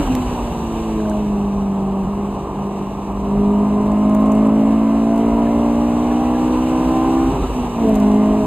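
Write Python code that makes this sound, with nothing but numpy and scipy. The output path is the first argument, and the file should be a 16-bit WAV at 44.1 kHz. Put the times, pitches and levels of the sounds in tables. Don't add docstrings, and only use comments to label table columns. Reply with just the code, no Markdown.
import sys
import numpy as np
from scipy import signal
from scipy.io import wavfile
from scipy.ndimage import uniform_filter1d

SR = 44100
rng = np.random.default_rng(int(sys.argv[2]) if len(sys.argv) > 2 else 0)


def transcribe(signal):
    frames = np.atleast_2d(signal).T
    limited = np.clip(frames, -1, 1)
    pcm = np.round(limited * 32767).astype(np.int16)
    wavfile.write(sys.argv[1], SR, pcm)


N = 373086

FIRING, OCTAVE = 4, 8
SHIFT_S, CRUISE_HZ = 7.3, 50
# (time [s], cycle rate [Hz], firing tone level [dB])
ENGINE_RUN = [(0.0, 72.35, -19.5), (0.09, 63.6, -22), (0.13, 63.87, -17.5), (0.25, 62, -26),
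              (0.6, 56.77, -28), (0.82, 55.6, -25), (1.08, 52.79, -19.5), (1.46, 50.21, -19),
              (1.81, 48.97, -20), (2.0, 49.32, -20.5), (2.28, 50.14, -23.5), (2.52, 48.88, -35),
              (2.6, 49.82, -22.5), (2.9, 49.7, -28.5), (3.2, 49.95, -24.5), (3.41, 50.6, -15.5),
              (3.6, 51.44, -15), (3.8, 51.88, -17), (4.2, 52.78, -14), (4.59, 54.2, -14.5),
              (4.95, 55.5, -16), (5.18, 56.42, -17), (5.8, 58.9, -17.5), (7.02, 64.58, -19.5),
              (7.28, 65.76, -17.5), (7.33, 67.1, -28), (7.46, 65.45, -25), (7.52, 63.6, -32),
              (7.59, 61.96, -17), (7.72, 58.82, -29.5), (7.84, 56.26, -13), (7.93, 53.4, -13.5),
              (7.99, 51.79, -14), (8.2, 52.4, -13.5), (8.29, 52.77, -16), (8.4, 53.0, -18),
              (8.46, 52.2, -28)]
# (time [s], throttle opening [0-1])
PEDAL = [(0, 0.5), (.2, 0.04), (2.04, 0.08), (2.1, 0.29), (3.18, 0.24), (3.33, 0.58), (4.05, 0.77),
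         (4.2, 0.98), (7.27, 0.96), (7.31, 0.51), (7.5, 0.23), (7.74, 0.23), (7.84, 1), (8.34, 0.96),
         (8.46, 0.67)]
# (time [s], level [dB])
OCTAVE_LEVEL = [(0, -33.5), (.3, -43), (.7, -35.5), (1.3, -31), (1.7, -33), (2.1, -32), (2.8, -35.5),
                (3.12, -41), (3.22, -34), (3.3, -24), (3.42, -23), (3.54, -23), (3.58, -35), (3.63, -24),
                (3.69, -41), (3.74, -27), (3.92, -31), (4.14, -43), (4.34, -29.5), (4.6, -29), (4.9, -48),
                (5.25, -30), (5.6, -35.5), (6.0, -39), (6.35, -32), (6.75, -32.5), (7.1, -40.5),
                (7.4, -35.5), (7.77, -43), (7.83, -28), (7.88, -16), (7.92, -27), (7.96, -23.5),
                (8.02, -31.5), (8.08, -24), (8.19, -23.5), (8.27, -31.5), (8.33, -25), (8.46, -26)]
OPENINGS = (0, .25, .6, 1)
# (harmonic, base level [dB] at each of the four openings)
HARMONIC_LEVELS = [(3, -37.5, -43.5, -32, -36.5), (5, -40, -39.5, -30, -21), (6, -34.5, -40.5, -34, -35.5),
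                   (7, -43, -39, -39.5, -35), (9, -46, -47.5, -46, -36), (10, -44, -50.5, -46, -37.5),
                   (11, -59, -47.5, -44.5, -37.5), (12, -40.5, -49.5, -36.5, -34),
                   (13, -43.5, -49.5, -39, -37), (14, -59, -48.5, -43.5, -44.5), (15, -54, -52, -48.5, -45),
                   (16, -40.5, -60, -46, -45), (17, -54.5, -47.5, -53.5, -48), (18, -56, -49, -43.5, -46),
                   (19, -58, -51.5, -43, -47), (20, -66, -54, -49, -49.5), (21, -53, -47, -54.5, -54),
                   (22, -59, -61, -54, -50.5), (24, -59, -56, -47, -53.5)]
STEADY_HARMONICS = (4, 5, 6, 7, 8, 9, 10, 11, 12, 13, 14, 16, 17, 19, 20)
# (frequency [Hz], base level [dB])
RASP_SLOPE = [(1050, -34), (1300, -54), (1500, -60), (2000, -67.5), (2800, -64), (3400, -81)]
# (frequency [Hz], half width [Hz], gain [dB])
BODY_MODES = [(269.7, 15, 2.5), (331, 14.7, 3.5), (354, 9.2, -5.5), (401, 16, 5), (475, 11, -8),
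              (579, 10, 2.5), (620.3, 9, -5), (630.5, 14, 6.5), (672.4, 9, 4.5), (748, 37, -4),
              (768, 14, 3.5), (962, 39, 6.5), (1036, 28, 5), (1172, 16, 7), (2090, 160, 7)]
# (harmonic, cycle rate [Hz], half width [Hz], gain [dB])
SPEED_SWELLS = [(6, 53.6, 2.2, 4.5), (7, 54.8, .6, -7.5), (9, 53.3, .5, -6.5), (9, 65.4, .6, -9),
                (10, 62.3, 1, -8), (14, 59.5, 1.6, 8), (14, 75, 1.1, -9), (16, 55.7, .6, -8),
                (16, 49, 0.69, 7), (13, 59, 0.73, -9), (13, 65.5, 0.83, -6), (12, 61.7, .6, -4),
                (15, 54.4, .9, -8), (10, 58.5, 1.5, 7.5), (11, 54, 0.88, 8.5), (12, 53, 1.3, 2),
                (12, 57, 1.1, 5.5), (12, 65, 1.3, 7.5), (13, 61, 1, 8), (16, 64.5, 2.1, 10),
                (17, 57.5, 1, 10), (20, 52.6, 1.8, 9)]
# (harmonic, time [s], half length [s], gain [dB])
TIMED_FLARES = [(12, 1.12, 0.16, 7), (20, 4.285, 0.2, 7), (12, 8.6, 0.023, -5), (12, 7.89, .025, 11.5),
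                (5, 7.83, .05, 3), (20, 8.1, 0.1, 1.5), (16, 8.14, .08, 8.5), (6, 7.42, 0.076, 9),
                (14, 7.96, .05, 11), (11, 7.84, .04, 9), (16, 8.0, .04, -11), (21, 4.4, .4, 7.5),
                (24, 4.3, .45, 6), (12, .72, .22, -7), (6, 1.7, .3, -6), (6, 1, .35, 2)]
# (harmonic, gain [dB])
GEAR_COLOUR = [(10, -5), (11, -6), (14, 3), (16, 5), (21, -8), (24, -9)]
# (time [s], half length [s], strength [0-1])
LOAD_BURBLES = [(.08, .1, .6), (7.417, 0.14, 0.74), (7.638, 0.065, 0.3), (7.88, 0.094, 0.45)]
# (frequency [Hz], relative density [dB])
RUMBLE_SPECTRUM = [(20, -28), (30, -13.5), (40, -1), (54, 2.5), (66, -1.5), (80, -8), (120, -7), (170, -9),
                   (300, -20.5)]
ROAR_SPECTRUM = [(90, -18.5), (150, 4), (280, 5), (350, 3.5), (430, 2), (540, -4), (680, 2), (1050, 0.5),
                 (1250, -8.5), (1420, -20.5), (2000, -29)]
HISS_SPECTRUM = [(1200, -15.5), (1600, 0.5), (2000, -5), (2900, 2.5), (3400, -7.5), (3900, -5.5),
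                 (4700, -13), (5400, -10.5), (6000, -4.5), (6700, -12.5), (7700, -8), (9000, -14.5),
                 (11000, -16.5), (14500, -16.5)]
# (base level [dB], wheel speed [dB/octave], engine speed [dB/octave],
# full throttle [dB], braking [dB per octave/s])
NOISE_LAWS = [(-30.5, 5, 1.5, -1.2, 6.5), (-35, 5, 1.2, -0.15, 0), (-51.5, 11.5, 7.5, 0.5, 5.5)]
# (time [s], gain [dB], half length [s])
TRACK_BUMPS = [(0.063, 3, 0.19), (2.04, 1.5, 0.085), (2.782, -5, .1), (3.4, 5.5, 0.13), (5.505, 1.5, 0.2),
               (7.38, 6, 0.15)]
# (time [s], gain [dB], half length [s])
WIND_GUSTS = [(.75, 2, 0.48), (8.2, -0.5, 0.11), (6.73, 1, .5)]
# (frequency [Hz], left-right correlation [-1 to 1])
COHERENCE = [(30, .996), (100, 1), (200, 0.99), (900, 1), (1250, 1), (1800, 0.15), (2800, 0.82),
             (3200, -0.061), (3700, .7), (4200, .15), (4600, 0.33), (5000, -0.8), (5500, -0.99),
             (6100, -0.98), (6900, 0.29), (7800, 0.8), (9300, 0.095), (14500, -.1)]
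# (time [s], gain [dB], dull part [dB], bright part [dB])
TRIM_TICKS = [(0.1511, -22, 2.5, -1), (1.0964, -27.5, -12, -16), (3.918, -36, -7, -6),
              (4.0964, -33, -9, -10), (4.1434, -37, -8, -5), (4.149, -28, -2, -3), (4.2049, -37, -6, 5),
              (4.258, -34, -5, -6), (4.2688, -41, -9, -8), (4.3155, -38, -5, -4), (4.3195, -28, -12, -3),
              (4.3513, -34, -7, -7), (4.4686, -38, -10, -6), (5.1605, -34, -8, -6), (5.1785, -32, -6, -2),
              (7.894, -31.5, -5, 2), (7.943, -31, -5, -6), (7.9526, -28, -5, -1), (7.9575, -27, -4, -3),
              (8.0008, -28, -2, -5), (8.1172, -32, -1, -7), (8.1449, -35, -8, -7), (8.2596, -33, -8, -7)]
# (frequency [Hz], width [Hz], gain [dB])
TICK_RING = [(7800, 4000, 0.5), (4840, 1600, -9)]
# (time [s], level [dB], pitch [Hz], t60 [s])
KNOCKS_AND_THUMP = [(0.999, -29, 1592, .02), (1.054, -24, 1518, 0.019), (1.114, -26, 1540, 0.026),
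                    (2.0515, -15, 110, 0.051), (5.466, -31, 1720, 0.061), (6.109, -31, 1726, 0.062),
                    (6.35, -32, 1670, 0.065), (7.176, -33, 1740, 0.082)]

TIME_S = np.arange(N) / SR
FRAME_S = np.arange(0, N + 512, 512) / SR
HIT_S = TIME_S[:1500]


def gain_of(db):
    return 10 ** (np.asarray(db) / 20)


def unit_rms(x):
    return x / np.sqrt(np.mean(x ** 2) + 1e-20)


def smoothed(x, size):
    return unit_rms(uniform_filter1d(x, size))


def bell(x, centre, half_width):
    return np.exp(-((x - centre) / half_width) ** 2)


def at_hz(table, hz):
    f, value = np.transpose(table)
    return np.interp(np.log(hz + 1), np.log(f + 1), value)


def curves(table, times_s=TIME_S):
    s, *columns = np.transpose(table)
    return [np.interp(times_s, s, column) for column in columns]


def add(mix, s, sound):
    part = mix[:, round(s * SR):][:, :sound.shape[1]]
    part += sound[:, :part.shape[1]]


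def band(x, hz, width_hz):
    edges_hz = [hz - width_hz / 2, hz + width_hz / 2]
    return signal.sosfilt(signal.butter(2, edges_hz, "bandpass", fs=SR, output="sos"), x)


def harmonic_db(k, cycle_hz, firing_db, throttle):
    if k == FIRING:
        return firing_db
    if k == OCTAVE:
        return curves(OCTAVE_LEVEL, FRAME_S)[0]
    body_db = sum(db * bell(k * cycle_hz, hz, width) for hz, width, db in BODY_MODES)
    levels_db = {m: db for m, *db in HARMONIC_LEVELS}
    if k in levels_db:
        gear_db = dict(GEAR_COLOUR).get(k, 0) * (FRAME_S > SHIFT_S)
        swell_db = sum(db * bell(cycle_hz, hz, width) for m, hz, width, db in SPEED_SWELLS if m == k)
        return np.interp(throttle, OPENINGS, levels_db[k]) + body_db + gear_db + swell_db
    lift_db, shut_db = (5.5, -16.5) if k % FIRING == 0 else (0, -18.5)
    return at_hz(RASP_SLOPE, k * cycle_hz) + body_db + lift_db + shut_db * (1 - throttle)


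def engine(cycle_rad, waver_db=2.5, burble_db=5.5, burble_rad=1.2):
    cycle_hz, firing_db = curves(ENGINE_RUN, FRAME_S)
    throttle = curves(PEDAL, FRAME_S)[0]
    slew_hz_per_s = uniform_filter1d(abs(np.gradient(curves(ENGINE_RUN)[0])) * SR, 4096)
    roughness = 1 + np.tanh(np.interp(FRAME_S, TIME_S, slew_hz_per_s) / 15)
    burble = sum(strength * bell(FRAME_S, s, half) for s, half, strength in LOAD_BURBLES)
    shape = (56, len(FRAME_S))
    waver, drift = smoothed(rng.standard_normal((2, *shape)), 12)
    flutter = roughness * smoothed(rng.standard_normal(shape), 3)
    start_rad = rng.uniform(0, 2 * np.pi, 56)
    start_rad[[FIRING, OCTAVE]] = np.pi
    level_lumps, phase_lumps = burble * smoothed(rng.standard_normal((2, *shape)), 2)
    burble_offset_db = np.log(10) / 20 * (burble_db * burble) ** 2
    drone = np.zeros(N)
    for k in range(3, 56):
        db = harmonic_db(k, cycle_hz, firing_db, throttle)
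        db = db + sum(lift * bell(FRAME_S, s, half) for m, s, half, lift in TIMED_FLARES if m == k)
        db += burble_db * level_lumps[k] - burble_offset_db
        if k == FIRING:
            jitter_db, drift_rad = 0.27 * flutter[k], 0
        elif k in STEADY_HARMONICS:
            jitter_db, drift_rad = 1.12 * np.sqrt(k / 8) * flutter[k], 0.25 * drift[k]
        else:
            jitter_db, drift_rad = waver_db * waver[k], 0.51 * drift[k]
        phase_rad = start_rad[k] + drift_rad + burble_rad * phase_lumps[k]
        phasor = gain_of(db + jitter_db) * np.exp(1j * phase_rad)
        drone += (np.interp(TIME_S, FRAME_S, phasor) * np.exp(1j * k * cycle_rad)).real
    return np.sqrt(2) * drone


def engine_cycle(skip_s=2.066, half_s=.005, depth=.95, step_hz=1.0, settle_s=.14, lost_firings=.5):
    u = (TIME_S - skip_s) / half_s
    cycle_hz = curves(ENGINE_RUN)[0] + step_hz * np.tanh(u) * np.exp(-abs(u) * half_s / settle_s)
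    lost_cycles = lost_firings / FIRING * (1 + np.tanh(u + 1.5)) / 2
    cycle_rad = 2 * np.pi * (np.cumsum(cycle_hz) / SR - lost_cycles)
    return cycle_rad, 1 - depth * bell(TIME_S, skip_s, half_s)


def cabin_noise(spectrum, band_hz, patch_db, flicker_db, size):
    frames, hz = 4 * N // size + 5, np.fft.rfftfreq(size, 1 / SR)
    a, b, c, d, patches = rng.standard_normal((frames, len(hz), 5)).T
    patches = smoothed(uniform_filter1d(patches, 10, axis=0), 10240 // size)
    flicker = smoothed(rng.standard_normal(frames), 3)
    coherence = at_hz(COHERENCE, hz)[:, None]
    mid = np.sqrt(1 + coherence) * (a + 1j * b)
    side = np.sqrt(1 - coherence) * (c + 1j * d)
    outside = (hz < spectrum[0][0]) | (hz > 1.5 * spectrum[-1][0])
    shape_db = (at_hz(spectrum, hz) - 80 * outside)[:, None]
    bins = np.array([mid + side, mid - side])
    bins *= gain_of(shape_db + patch_db * patches + flicker_db * flicker)
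    bins[0] *= gain_of(-.7 * (hz > 4000) * (hz < 11000))[:, None]
    power = (abs(bins) ** 2).sum(axis=(0, 2))
    share = power[(hz > band_hz[0]) & (hz < band_hz[1])].sum() / power.sum()
    noise = signal.istft(bins, nperseg=size, noverlap=3 * size // 4)[1][:, :N]
    return unit_rms(noise) / np.sqrt(share)


def noise_levels_db():
    revs_oct = np.log2(curves(ENGINE_RUN)[0] / CRUISE_HZ)
    wheels_oct = np.where(TIME_S < SHIFT_S, revs_oct, revs_oct[round(SHIFT_S * SR)])
    slowing = uniform_filter1d(-np.gradient(wheels_oct) * SR, SR // 2, mode="nearest")
    braking = np.clip(slowing, 0, .4)
    intake = uniform_filter1d(curves(PEDAL)[0], SR // 4, mode="nearest")
    return [db + a * wheels_oct + b * revs_oct + c * intake + d * braking
            for db, a, b, c, d in NOISE_LAWS]


def road_rumble(level_db):
    bump_db = sum(db * bell(TIME_S, s, half) for s, db, half in TRACK_BUMPS)
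    noise = cabin_noise(RUMBLE_SPECTRUM, (25, 140), patch_db=0.6, flicker_db=0.76, size=4096)
    return gain_of(level_db + bump_db) * noise


def tyre_roar(level_db, cycle_rad, throb=0.046):
    surge_db = 2.4 * bell(TIME_S, 4.2, 0.53)
    noise = cabin_noise(ROAR_SPECTRUM, (850, 1300), patch_db=.5, flicker_db=1.16, size=2048)
    return gain_of(level_db + surge_db) * noise * (1 + throb * np.cos(cycle_rad))


def wind_hiss(level_db):
    gust_db = sum(db * bell(TIME_S, s, half) for s, db, half in WIND_GUSTS)
    noise = cabin_noise(HISS_SPECTRUM, (3000, 14000), patch_db=0.96, flicker_db=0.66, size=1024)
    return gain_of(level_db + gust_db) * noise


def trim_ticks(faint_per_s=14, faint_db=-50.5, rise_s=0.0007, chatter_db=-14.5, chatter_s=.014):
    ticks, faint = np.zeros((2, N)), []
    for place, size in rng.random((round(faint_per_s * N / SR), 2)):
        s = place * N / SR
        shake_db = .7 * (curves(ENGINE_RUN, s)[1] + 18)
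        faint.append((s, faint_db + 7 * size + shake_db, -4, -7))
    contact = HIT_S / rise_s * np.exp(1 - HIT_S / rise_s)
    chatter = gain_of(chatter_db) * np.exp(-HIT_S / chatter_s)
    for s, db, dull_db, bright_db in TRIM_TICKS + faint:
        snap = rng.standard_normal((2, len(HIT_S))) * (contact + chatter)
        ring = sum(gain_of(ring_db) * band(snap, hz, width) for hz, width, ring_db in TICK_RING)
        dull = gain_of(dull_db) * band(snap[:1], hz=2500, width_hz=2600)
        bright = gain_of(bright_db) * band(snap, hz=12400, width_hz=4400)
        add(ticks, s, gain_of(db) * (ring + dull + bright))
    return ticks


def knocks_and_thump(attack_s=0.0025):
    hits = np.zeros((1, N))
    for s, db, hz, t60_s in KNOCKS_AND_THUMP:
        envelope = gain_of(db - 60 * HIT_S / t60_s) * np.minimum(HIT_S / attack_s, 1)
        add(hits, s, (envelope * np.sin(2 * np.pi * hz * HIT_S))[None])
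    return hits


def scene():
    cycle_rad, skip_gain = engine_cycle()
    drone = engine(cycle_rad) * skip_gain
    rumble_db, roar_db, hiss_db = noise_levels_db()
    left, right = drone + road_rumble(rumble_db) + tyre_roar(roar_db, cycle_rad)
    left = np.pad(left[:-2], (2, 0))
    return np.array([left, right]) + wind_hiss(hiss_db) + trim_ticks() + knocks_and_thump()


def record(dry):
    balanced = dry * gain_of([[-.2], [.2]])
    lowpass = signal.firwin(1023, 14300, window=("kaiser", 9), fs=SR)
    return signal.oaconvolve(balanced, lowpass[None], "same")


dry = scene()
out = record(dry)
transcribe(out)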